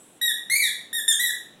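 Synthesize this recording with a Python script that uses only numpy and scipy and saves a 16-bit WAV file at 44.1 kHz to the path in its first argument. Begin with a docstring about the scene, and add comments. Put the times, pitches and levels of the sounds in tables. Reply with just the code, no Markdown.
"""Five squeaks from a rubber ball a dog bites in a bare hard-floored room, a few metres from a phone.
Each bite drives air through the squeaker reed: a stack of clean overtones whose pitch follows the
pressure, with a little leaking air. The room rings on as filtered noise that dies band by band.
Behind it a fan drones low with a faint hum, and a thin treble hiss with a faint tone fades early."""
import sys
import numpy as np
from scipy import signal
from scipy.fft import rfft, irfft
from scipy.io import wavfile
from scipy.ndimage import uniform_filter1d

SR = 44100
rng = np.random.default_rng(int(sys.argv[2]) if len(sys.argv) > 2 else 0)


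def wrap_up_sound(samples):
    """Save the sound to the file named by the first command line argument, as 16-bit audio."""
    columns = np.atleast_2d(samples).T
    # keep every value between -1 and 1, then stretch to whole-number steps
    tamed = np.clip(columns, -1, 1)
    steps = np.round(tamed * 32767).astype(np.int16)
    wavfile.write(sys.argv[1], SR, steps)


def elevation(decibels):
    """Turn decibel levels (scalar or array-like) into linear amplitude ratios."""
    levels = np.asarray(decibels, float)
    return 10 ** (levels / 20)


N = 70560  # samples, 1.6 s


def unit(x):
    """Scale to an rms of 1."""
    return x / np.sqrt(np.mean(x ** 2))


def colour(x, table):
    """Filter by (Hz, dB) points, joined by straight lines over log frequency."""
    hz = np.maximum(np.arange(len(x) // 2 + 1) * SR / len(x), 1)
    f, db = np.array(table, float).T
    return irfft(rfft(x) * elevation(np.interp(np.log(hz), np.log(f), db)), len(x))


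def walk(rate):
    """Random levels held 1 / rate s and slewed twice; spread near 1."""
    k = int(SR / rate)
    held = np.repeat(rng.standard_normal(N // k + 1), k)
    return 1.3 * uniform_filter1d(uniform_filter1d(held, k), k)[:N]


def fan(t):
    """Low drone: steady shaped noise plus one hum tone, both wavering slowly in level."""
    # Spectrum of the fan in the room: f/Hz, level/dB per Hz
    fan_spectrum = [(20, -15), (60, -19), (110, -6), (200, 0.5), (320, -1), (550, -4), (1000, -10),
                    (1600, -12.5), (3000, -15), (6000, -19.5), (12000, -27), (16000, -26)]
    drone_db, hum_db, hum_hz = -56, -69.5, 307
    drone = elevation(drone_db + 0.68 * walk(6.2)) * unit(colour(rng.standard_normal(N), fan_spectrum))
    hum = elevation(hum_db + 2.6 * walk(6.4)) * np.sin(2 * np.pi * hum_hz * t)
    return drone + hum


def treble_hiss(t):
    """Thin shaped noise and a faint unsteady tone inside it, both sinking and then gone early."""
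    # Spectrum of the hiss: f/Hz, level/dB per Hz
    hiss_spectrum = [(1000, -25), (2000, -19.5), (3600, -12.5), (5200, -21), (7000, -5.5), (7800, 9.5),
                     (11000, -1.5), (14500, -12), (16000, -16)]
    start_db, slope_db_s = -54.46, -25
    ring_hz, ring_db, ring_t60_s = 7780, -48, 0.26
    end_s, fade_s = 0.187, 0.0092  # start and time constant of the final fade
    hiss_level = elevation(start_db + slope_db_s * t + 0.49 * walk(24))
    hiss = hiss_level * unit(colour(rng.standard_normal(N), hiss_spectrum))
    ring_level = elevation(ring_db - 60 * t / ring_t60_s + 2.5 * walk(43.4))
    ring_pitch = ring_hz * (1 + 0.0023 * walk(28))
    ring = ring_level * np.sin(2 * np.pi * np.cumsum(ring_pitch) / SR)
    return (hiss + ring) * np.exp(-np.clip(t - end_s, 0, 1) / fade_s)


def room(x, t):
    """Dense reflections that build up after a gap and die band by band."""
    # Reverberation time of the bare room: f/Hz, T60/s
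    decay_times = [(1000, 0.49), (2000, 0.45), (4000, 0.49), (8000, 0.41), (16000, 0.32)]
    # Tint of the reflections: f/Hz, level/dB
    reflection_tint = [(1500, -1), (3000, 0.9), (5000, -3), (9000, 3.3), (15000, 0.5)]
    response_db, gap_s, build_s = 0.96, 0.0013, 0.0064  # energy of the reflections against direct
    f, t60 = np.array(decay_times, float).T
    spec = rfft(rng.standard_normal(N))
    hz = np.arange(N // 2 + 1) * SR / N
    tail = 0
    for mid in 500 * 2 ** np.arange(0, 5.5, .5):  # overlapping half-octave steps
        share = np.clip(1 - 2 * np.abs(np.log2(np.maximum(hz, 1) / mid)), 0, 1)
        band_t60 = np.interp(np.log(mid), np.log(f), t60)
        tail = tail + irfft(spec * share, N) * np.exp(-np.log(1000) * t / band_t60)
    tail = colour(tail, reflection_tint) * np.clip((t - gap_s) / build_s, 0, 1)
    return elevation(response_db) * signal.fftconvolve(x, tail / np.sqrt(np.sum(tail ** 2)))[:N]


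def squeaker(t):
    """The reed snaps into clean overtones, wavers a little, and leaks air once a cycle."""
    # Course of each of the five squeaks, one list a bite: t/s, reed pitch f/Hz, level/dB
    squeak_curves = [
        [(.213, 1901, -23), (.24, 1913, -25.5), (.27, 1886, -24.5), (.29, 1828, -23), (.305, 1747, -29.5),
         (.315, 1695, -30.5)],
        [(.4972, 1885, -21.5), (.51, 2107, -24), (.522, 2148, -18.5), (.545, 2166, -23), (.565, 2352, -18.5),
         (.59, 2328, -31.5), (.605, 2266, -18.5), (.62, 2059, -24.5), (.64, 1901, -22.5), (.67, 1789, -30),
         (.692, 1677, -34)],
        [(.928, 1807, -27.5), (.95, 1874, -28), (.97, 1862, -28), (.985, 1813, -24), (1.002, 1686, -32)],
        [(1.0785, 1841, -15.5), (1.09, 1809, -14.5), (1.104, 1806, -20), (1.115, 1754, -18),
         (1.124, 1645, -25.5), (1.132, 1620, -23)],
        [(1.193, 1858, -24.5), (1.21, 1963, -22), (1.23, 1979, -28), (1.25, 1940, -21), (1.27, 1840, -25.5),
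         (1.295, 1775, -29.5), (1.31, 1671, -30.5)],
    ]
    # Overtones 1-8, one row a squeak, each squeak with its own balance of overtones: level/dB each
    overtone_levels = [
        [-0.5, -1, -13, -12.5, -10, -7.5, -10.5, -16],
        [0, -2, -11, -9, -6.5, -11.5, -19, -24],
        [2, 0, -11.5, -6.5, -4, -2, -0.5, -7],
        [-8, -3, -15.5, -6.5, -2, -14.5, -13.5, -19],
        [2, -2, -12, -8, -8, -5, -8, -18],
    ]
    attack_s, release_s = 0.00251, 0.0013  # linear rise; time constant of the fall
    scoop, scoop_s = .3, .0008  # the reed starts this share flat and jumps up to pitch
    wobble, flutter_db = 0.0016, 1.33  # share of the pitch; level of each overtone
    dull_db = 1.06  # extra loss per overtone by the end of a squeak, as the pressure drops
    sputter_db = 3  # more flutter of the upper overtones by the end of a squeak
    air_db = -25  # air leaking past the reed, against the overtones
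    out = 0
    for curve, tones_db in zip(squeak_curves, overtone_levels):
        s, pitch, db = np.array(curve, float).T
        hz = uniform_filter1d(np.interp(t, s, pitch), size=200) * (1 + wobble * walk(90))
        hz = hz * (1 - scoop * np.exp(-np.clip(t - s[0], 0, 1) / scoop_s))
        phase = 2 * np.pi * np.cumsum(hz) / SR
        rise = np.clip((t - s[0]) / attack_s, 0, 1)
        gate = rise * np.exp(-np.clip(t - s[-1], 0, 1) / release_s)
        spent = np.clip((t - s[0]) / (s[-1] - s[0]), 0, 1) ** 2
        tones = 0
        for k, tone_db in enumerate(tones_db):
            flutter = flutter_db * walk(60.1)
            sputter = sputter_db * spent * min(k / 3, 1) * walk(150)
            level = elevation(tone_db - k * dull_db * spent + flutter + sputter)
            # upper overtones speak later
            tones = tones + level * rise ** (k / 2) * np.sin((k + 1) * phase + k * k)
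        tones = tones / np.sqrt(np.sum(elevation(tones_db) ** 2) / 2)
        air = np.diff(rng.standard_normal(N + 1)) * (1 + np.sin(phase))
        out = out + gate * elevation(np.interp(t, s, db)) * (tones + elevation(air_db) * unit(air))
    return out


def scene():
    """Direct squeaks, their room, the fan and the early hiss at the microphone."""
    t = np.arange(N) / SR
    toy = squeaker(t)
    return (toy + room(toy, t) + fan(t) + treble_hiss(t))[None]


def band_limit(x):
    """A steep low-pass at the top of the band."""
    return signal.sosfilt(signal.butter(12, 16800, fs=SR, output="sos"), x)


def record(dry):
    """The phone microphone colours the treble, and a steep low-pass cuts the top."""
    # Response of the microphone: f/Hz, level/dB
    mic_response = [(1000, 0), (2300, -1), (3700, 2.94), (4700, -10), (5600, -3.5), (7300, -0.86),
                    (9200, -1.2), (11000, 1.3), (13200, -4), (14200, -10), (15300, -3.5)]
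    top_hz = 15940
    low_pass = signal.ellip(8, .2, 50, top_hz, fs=SR, output="sos")
    heard = signal.sosfilt(low_pass, colour(dry[0], mic_response))
    return band_limit(heard[None])


dry = scene()
out = record(dry)
wrap_up_sound(out)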